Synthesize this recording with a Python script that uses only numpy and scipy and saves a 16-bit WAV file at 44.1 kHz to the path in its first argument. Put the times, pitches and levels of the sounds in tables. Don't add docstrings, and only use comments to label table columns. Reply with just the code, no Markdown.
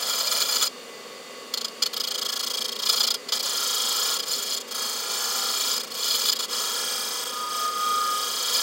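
import sys
import numpy as np
from scipy import signal
from scipy.fft import rfft, irfft
from scipy.io import wavfile
from scipy.ndimage import uniform_filter1d

SR = 44100
rng = np.random.default_rng(int(sys.argv[2]) if len(sys.argv) > 2 else 0)


def pcm_store(signal):
    levels = np.round(np.clip(np.atleast_2d(signal), -1, 1) * 32767)
    wavfile.write(sys.argv[1], SR, levels.astype(np.int16).T)


N = 380141
TIME_S = np.arange(N) / SR
FREQ_HZ = np.fft.rfftfreq(N, 1 / SR)
SPINDLE_HZ = 27.95

# start/s, end/s, runout (0 even, 1 interrupted), high spot/turns, rubbing share,
# growl/dB, fizz/dB, peep/dB, chirp/dB (base gains re hiss)
PASSES = [(-0.1, 0.684, 0.15, -0.16, 0.85, -5, -0.5, -22, -25),
          (1.935, 2.75, 0.59, 0.18, 0.28, -8.5, -0.6, -18, -14),
          (2.75, 3.17, 0.49, 0.092, 0.37, -7, -3, -20, -20),
          (3.326, 4.248, 0.091, -.2, 0.12, -7.5, -1.5, -1, -8),
          (4.253, 4.63, .17, -.1, 0.77, -10, -1.5, -6, -7),
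          (4.67, 5.876, .04, -0.091, 0.27, -6.5, -0.6, -7, -3.5),
          (5.876, 6.456, 0.21, 0.053, 0.6, -8.5, -2, -20, -18),
          (6.486, 8.7, 0.044, -0.02, 0.25, -6.5, -0.5, 1, -6.5)]
# t/s, relative level/dB
LOAD_CURVES = [
    [(0.0, -29), (0.31, -27.5), (0.35, -24.5), (0.51, -26.5), (0.58, -25), (0.68, -25)],
    [(1.93, -29), (2.07, -31.5), (2.1, -30.5), (2.58, -29.5), (2.71, -33), (2.75, -36)],
    [(2.75, -38), (2.81, -31.5), (2.89, -22), (3.12, -24), (3.14, -25), (3.16, -34)],
    [(3.37, -29), (3.48, -28), (3.59, -27.5), (4.08, -25.5), (4.14, -25.5), (4.25, -34.5)],
    [(4.25, -37.2), (4.32, -27.5), (4.46, -31.5), (4.54, -24.5), (4.62, -39.4), (4.64, -52.1)],
    [(4.67, -52), (4.71, -35.4), (4.77, -30.5), (5.08, -33), (5.11, -29.5), (5.74, -26.5), (5.83, -33.5),
     (5.88, -44)],
    [(5.88, -43), (5.92, -36), (6.06, -24.5), (6.23, -25.5), (6.31, -21.5), (6.36, -32), (6.46, -25)],
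    [(6.47, -43), (6.53, -29), (7.19, -31), (7.48, -39), (7.55, -32.5), (7.66, -32), (7.71, -39),
     (7.81, -33.3), (7.99, -33.5), (8.47, -29.0), (8.57, -24), (8.61, -26.2)],
]
# t/s, half length/s, runout, high spot/turns
THIN_CUTS = [(0.695, 0.046, 0.55, -0.43), (1.95, 0.29, 0.86, 0.13), (2.745, 0.066, 1, 0.2),
             (3.172, 0.091, 0.96, 0.014), (3.407, 0.037, 0.75, 0.12), (4.215, 0.064, 0.72, 0.37),
             (4.653, 0.12, 0.78, -0.084), (5.858, 0.12, 0.7, 0.33), (6.36, 0.076, 0.72, -0.13)]
# t/s, dip/dB
CHIP_BREAKS = [(7.102, -9), (7.247, -20), (7.316, -23), (7.351, -4), (7.673, -7)]
# f/Hz, base share
MARK_CARRYOVER = [(300, 0.67), (800, 0.77), (1500, 0.61), (3300, 0.77), (5000, 0.56), (8000, 0.48),
                  (15000, .1)]
# f/Hz, width/Hz, rubbed weight/dB, cut weight/dB
METAL_MODES = [(504, 118, -19, -21), (672, 42, -16.5, -20.5), (798, 81, -34, -18), (858.5, 33, -15.5, -20),
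               (991, 100, -16, -17), (1082, 65, -20, -16), (1254, 120, -11.5, -12.5), (1382, 146, -13, -13),
               (1694, 73, -17, -14.5), (1990, 780, -24.5, -28.5), (2387, 108, -13.5, -17.5),
               (3040, 280, -10.5, -13.5), (3270, 128, -4.5, -2), (3445, 146, -3, -9.5),
               (3780, 150, -9.5, -7), (4363, 450, -1, -6), (4940, 60, 4.5, -40), (5060, 680, -7.5, -6.5),
               (5560, 95, -8.5, -11), (6284, 394, -10, -10.5), (7074, 340, -5, -10),
               (7780, 400, -18.5, -17.5), (8360, 760, -20, -19.5), (9310, 440, -15, -18.5),
               (10306, 385, -16.5, -18), (11430, 2600, -29.5, -29.5), (13800, 1100, -21.5, -25.5),
               (14000, 270, -10.5, -16), (16300, 1400, -13, -17.5)]
# f/Hz, half width/Hz, place/turns, half length/turns, weight/dB
MODE_BEAMS = [(3345, 150, 0.32, 0.053, 13), (4540, 180, 0.86, .12, 5), (4760, 220, .08, 0.21, 6.5),
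              (7100, 210, 0.74, 0.37, 22), (9200, 260, 0.51, 0.12, 11), (10700, 330, 0.72, 0.14, 14)]
# t/s, level/dB, length/s
BITES = [(0.623, -24, .013), (1.537, -18, .010), (1.572, -20.5, 0.012), (1.608, -24, 0.013),
         (1.644, -18.5, 0.011), (1.681, -24, 0.0051), (1.821, -14.5, .015), (1.857, -19, 0.016),
         (3.002, -18, 0.016), (3.034, -19, 0.008), (3.285, -25.5, 0.015), (3.3202, -17.5, 0.02),
         (6.293, -19, 0.011), (6.396, -36, 0.012)]
# f/Hz, t60/s, gain/dB
RINGING_MODES = [(3150, 0.18, 1.5), (3460, 0.052, -9), (3770, 0.13, -1), (4340, 0.082, -9),
                 (5000, 0.11, -3), (5940, 0.08, -23), (7260, 0.14, -4.5), (14130, 0.054, -13)]
# f/Hz, half width/Hz, gain/dB
THIN_WALL_BANDS = [(4380, 220, -6.5), (4710, 100, 5), (5280, 130, 1.5), (7000, 240, -3.5), (8350, 300, 5),
                   (14100, 400, 1.5)]
# t/s, level/dB
CHATTER_CURVE = [(7.3, -38), (7.422, -31.5), (7.516, -34), (7.65, -26), (7.688, -27.5), (7.72, -35),
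                 (7.774, -28), (7.928, -24.5), (8.144, -27), (8.37, -45), (8.38, -41)]
# start/s, length/s, f/Hz, level/dB
TOOL_WHINES = [(4.72, 0.8, 838, -53), (5.15, 0.48, 1215, -42.5), (5.197, 0.37, 780, -47),
               (7.402, 0.1, 977, -44), (7.86, 0.33, 1360, -41), (7.9, 0.66, 1676, -48)]
# f/Hz, relative density/dB
DRIVE_SPECTRUM = [(30, -34), (95, -32), (125, -32), (160, -15), (225, -4), (300, -8), (370, -6.5),
                  (490, 5.5), (620, -6), (900, -11.5), (1150, -7), (1400, -11.5), (2700, -11.5),
                  (3300, -11), (4600, -18), (5600, -15.5), (7200, -16.5), (11000, -27.5), (15500, -28)]
# f/Hz, half width/Hz, gain/dB
DRIVE_PEAKS = [(247.5, 11.4, 4), (4420, 125, 15), (4800, 85, 15), (7200, 200, 4.5), (9460, 180, 6.5),
               (14150, 220, 5)]
# f/Hz, relative level/dB
DRIVE_TONES = [(137, -68.5), (224, -59.5), (403, -50), (1117, -47), (1205, -55.5), (2012, -51.5),
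               (2234, -58), (2832, -53.5), (3639, -52.5)]


def cutting(trim_db=-2, usual_load_db=-30, flutter_db=2.12):
    engaged, load_db, runout, spot_turns, rubbing, growl_db, fizz_db, peep_db, chirp_db = pass_state()
    excess_db = load_db + trim_db - usual_load_db
    rubbing = rubbing + 0.09 * excess_db
    runout, spot_turns, rubbing = thin_cuts(runout, spot_turns, rubbing)
    touch = contact(runout, spot_turns)
    flutter = amp(flutter_db * wander(49))
    rub_force = touch * flutter * retraced(tearing(grain_db=-2.5, grain_hz=714), strength=0.16)
    cut_force = touch * retraced(tearing(grain_db=1.5, grain_hz=915), strength=1.19)
    rub = metal(rub_force, rubbed=True)
    cut = metal(cut_force, rubbed=False)
    radiated = spinning(np.sqrt(rubbing) * rub + np.sqrt(1 - rubbing) * cut)
    low = 1 / (1 + (FREQ_HZ / 2800) ** 16)
    high = 1 / (1 + (5800 / (FREQ_HZ + 1)) ** 16)
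    growl, hiss, fizz = (unit_rms(filtered(radiated, band)) for band in (low, 1 - low - high, high))
    growl *= amp(growl_db - 0.23 * excess_db - 4.5 * runout)
    fizz *= amp(fizz_db - 0.05 * excess_db - 1.5 * runout)
    squeaks = (1 - rubbing) * (amp(peep_db) * peeps() + amp(chirp_db) * chirps())
    return engaged * amp(load_db + trim_db) * (growl + hiss + fizz + squeaks)


def pass_state():
    rows = np.array(PASSES)
    current = np.maximum(np.searchsorted(rows[:, 0], TIME_S) - 1, 0)
    engaged = np.minimum(sum(gate(start_s, end_s, 0.011) for start_s, end_s in rows[:, :2]), 1)
    load_db = np.choose(current, [envelope_db(curve) for curve in LOAD_CURVES])
    return engaged, load_db, *rows[current, 2:].T


def thin_cuts(runout, spot_turns, rubbing, cut_to_rub=0.46):
    offset = runout * np.exp(2j * np.pi * spot_turns)
    for t_s, half_s, thin_runout, thin_turns in THIN_CUTS:
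        near = np.exp(-((TIME_S - t_s) / half_s) ** 2)
        offset = offset + near * (thin_runout * np.exp(2j * np.pi * thin_turns) - offset)
        rubbing = rubbing + near * cut_to_rub * (1 - rubbing)
    return np.minimum(abs(offset), 1), np.angle(offset) / (2 * np.pi), np.clip(rubbing, .03, 1)


def contact(runout, spot_turns, sharpness=0.46, skew_rad=0.06):
    angle_rad = 2 * np.pi * (SPINDLE_HZ * TIME_S - spot_turns)
    swing = np.cos(angle_rad + skew_rad * np.cos(angle_rad))
    thickness = np.maximum(1 - runout + runout * swing, 1e-4) ** sharpness
    turn_rms = np.sqrt(uniform_filter1d(thickness ** 2, round(SR / SPINDLE_HZ)) + 1e-3)
    breaks_db = sum(dip_db * np.exp(-((TIME_S - t_s) / .003) ** 2) for t_s, dip_db in CHIP_BREAKS)
    return amp(breaks_db) * thickness / turn_rms


def tearing(grain_db, grain_hz):
    return unit_rms(rng.standard_normal(N) * amp(grain_db * wander(grain_hz)))


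def retraced(x, strength):
    feedback = np.clip(strength * spectrum(MARK_CARRYOVER), 0, .95)
    turn_delay = np.exp(-2j * np.pi * FREQ_HZ / SPINDLE_HZ)
    return filtered(x, np.sqrt(1 - feedback ** 2) / (1 - feedback * turn_delay))


def metal(x, rubbed, taps=4096):
    mode_hz, width_hz, rub_db, cut_db = np.transpose(METAL_MODES)
    f_hz = abs(np.fft.fftfreq(taps, 1 / SR))[:, None]
    modes = amp(rub_db if rubbed else cut_db) / (1 + (2 * (f_hz - mode_hz) / width_hz) ** 2)
    log_gain = np.log((modes ** 2).sum(1) + 1e-10) / 2
    impulse = np.fft.ifft(np.exp(np.conj(signal.hilbert(log_gain)))).real
    return unit_rms(signal.oaconvolve(x, impulse)[:N])


def spinning(x, lobes_db=2.5, lobe_hz=260, drift_hz=0.259, comb_db=1.5, comb_hz=1200, orders=5):
    f_hz, t_s, frames = signal.stft(x, SR, nperseg=256, noverlap=192)
    f_hz, turns = f_hz[:, None], SPINDLE_HZ * t_s
    smoothing = np.exp(-((f_hz - f_hz.T) / lobe_hz) ** 2)
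    lobes = 0
    for order in range(1, orders + 1):
        weight = smoothing @ (rng.standard_normal(f_hz.shape) + 1j * rng.standard_normal(f_hz.shape))
        cycles = order * turns + drift_hz * rng.uniform(-0.99, 1) * t_s
        lobes = lobes + (weight * np.exp(2j * np.pi * cycles)).real / np.sqrt(order)
    field_db = lobes_db * unit_rms(lobes) * np.minimum(f_hz / 3000, 1)
    jaw_echo_comb = np.cos(2 * np.pi * (2 * turns - f_hz / comb_hz))
    field_db += comb_db * np.minimum(f_hz / 6000, 1) * jaw_echo_comb
    for centre_hz, half_hz, place_turns, half_turns, beam_db in MODE_BEAMS:
        off_axis = wrapped(turns - place_turns) / half_turns
        field_db += beam_db * np.exp(-((f_hz - centre_hz) / half_hz) ** 2 - off_axis ** 2)
    gain = amp(field_db)
    gain /= np.sqrt(np.mean(gain ** 2, axis=1, keepdims=True))
    return signal.istft(frames * gain, SR, nperseg=256, noverlap=192)[1][:N]


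def peeps(f_hz=3255, place_turns=0.45, half_turns=.065, flicker_db=2):
    flash = np.exp(-(wrapped(SPINDLE_HZ * TIME_S - place_turns) / half_turns) ** 2)
    return amp(flicker_db * wander(9.1)) * flash * tone(f_hz, 2 * wander(11.4))


def chirps(from_hz=4380, to_hz=5120, place_turns=0.94, half_turns=0.26, glide_turns=0.088):
    turns = wrapped(SPINDLE_HZ * TIME_S - place_turns)
    glide = (1 + np.tanh(turns / glide_turns)) / 2
    f_hz = from_hz + (to_hz - from_hz) * glide + 60 * wander(40.14)
    pulse = amp(3.4 * wander(60)) * np.exp(-(turns / half_turns) ** 4)
    return pulse * np.sqrt(2) * np.sin(2 * np.pi * np.cumsum(f_hz) / SR)


def bites(rise_s=0.0033, release_s=0.0046, lowpass_hz=9000):
    scrape = metal(tearing(grain_db=3.0, grain_hz=710), rubbed=True)
    scrape = unit_rms(filtered(scrape, 1 / np.hypot(1, FREQ_HZ / lowpass_hz)))
    force = np.zeros(N)
    for t_s, level_db, length_s in BITES:
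        age_s = np.maximum(TIME_S - t_s, 0)
        decay = np.exp(-.8 * age_s / length_s - np.maximum(age_s - length_s, 0) / release_s)
        force += amp(level_db) * np.minimum(age_s / rise_s, 1) * decay
    return force * scrape


def ringing(x, taps=6000):
    age_s = np.arange(taps) / SR
    impulse = np.zeros(taps)
    for f_hz, t60_s, gain_db in RINGING_MODES:
        decay = amp(-60 * age_s / t60_s)
        impulse += amp(gain_db) * 2 * decay / decay.sum() * np.sin(2 * np.pi * f_hz * age_s)
    return signal.oaconvolve(x, impulse)[:N]


def thin_wall(x, start_s=6.72, end_s=8.3):
    recoloured = filtered(x, amp(humps_db(THIN_WALL_BANDS)))
    return x + gate(start_s, end_s, 0.28) * (recoloured - x)


def chatter(bending_hz=1234, throb=0.15, waver=.07):
    swing = 1 + throb * np.cos(2 * np.pi * SPINDLE_HZ * TIME_S) + waver * wander(50)
    bar = amp(envelope_db(CHATTER_CURVE)) * swing * tone(bending_hz, .5 * wander(2.7) + .06 * wander(40))
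    bar *= gate(CHATTER_CURVE[0][0], CHATTER_CURVE[-1][0], 0.11)
    for start_s, length_s, f_hz, level_db in TOOL_WHINES:
        arch = np.sin(np.pi * np.clip((TIME_S - start_s) / length_s, 0, 1))
        bar += amp(level_db) * arch * tone(f_hz, .5 * wander(16))
    return bar


def chuck_thrum(level_db=-46, centre_hz=640, width_hz=260):
    band = 1 / (1 + (2 * (FREQ_HZ - centre_hz) / width_hz) ** 4)
    shake = unit_rms(filtered(retraced(rng.standard_normal(N), strength=0.76), band))
    return amp(level_db) * shake * gate(-1, PASSES[0][1], .02)


def guard_echoes(x, t60_s=0.041, delay_s=.003, density=.08, taps=9000):
    age_s = np.arange(taps) / SR
    impulse = rng.standard_normal(taps) * (rng.random(taps) < density)
    impulse *= (age_s > delay_s) * amp(-60 * age_s / t60_s)
    return signal.oaconvolve(x, impulse / np.linalg.norm(impulse))[:N]


def drive(rush_db=-40.95, tones_db=-5.5, swell_db=-0.1):
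    colour = amp(spectrum(DRIVE_SPECTRUM) + humps_db(DRIVE_PEAKS))
    rush = unit_rms(filtered(rng.standard_normal(N), colour)) * amp(swell_db * wander(16))
    tones = sum(amp(level_db + 2.5 * wander(4.8)) * tone(f_hz, 0.73 * (f_hz / 1000) * wander(6.8))
                for f_hz, level_db in DRIVE_TONES)
    return amp(rush_db) * rush + amp(tones_db) * tones


def amp(db):
    return 10 ** (np.asarray(db) / 20)


def unit_rms(x):
    return x / np.sqrt(np.mean(x ** 2) + 1e-20)


def tone(f_hz, phase_rad):
    return np.sqrt(2) * np.sin(2 * np.pi * f_hz * TIME_S + phase_rad)


def wander(rate_hz):
    return unit_rms(filtered(rng.standard_normal(N), np.exp(-(FREQ_HZ / rate_hz) ** 2)))


def wrapped(turns):
    return (turns + .5) % 1 - .5


def gate(start_s, end_s, fade_s):
    return np.clip(np.minimum(TIME_S - start_s, end_s - TIME_S) / fade_s + .5, 0, 1)


def envelope_db(points):
    return np.interp(TIME_S, *np.transpose(points))


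def spectrum(points):
    f_hz, values = np.transpose(points)
    return np.interp(np.log(FREQ_HZ + 1), np.log(f_hz + 1), values)


def humps_db(rows):
    return sum(db * np.exp(-((FREQ_HZ - f_hz) / half_hz) ** 2) for f_hz, half_hz, db in rows)


def filtered(x, gain):
    return irfft(rfft(x) * gain, N)


def scene(echo_db=-15, highpass_hz=200):
    tool = filtered(cutting() + bites(), 1 / (1 + (highpass_hz / (FREQ_HZ + 1)) ** 4))
    tool = thin_wall(tool + ringing(tool))
    mono = tool + amp(echo_db) * guard_echoes(tool) + chuck_thrum() + chatter() + drive()
    return np.array([mono, mono])


def record(dry, lowpass_hz=15850):
    kernel = signal.firwin(511, lowpass_hz, window=("kaiser", 9), fs=SR)
    return signal.oaconvolve(dry, kernel[None], "same")


dry = scene()
out = record(dry)
pcm_store(out)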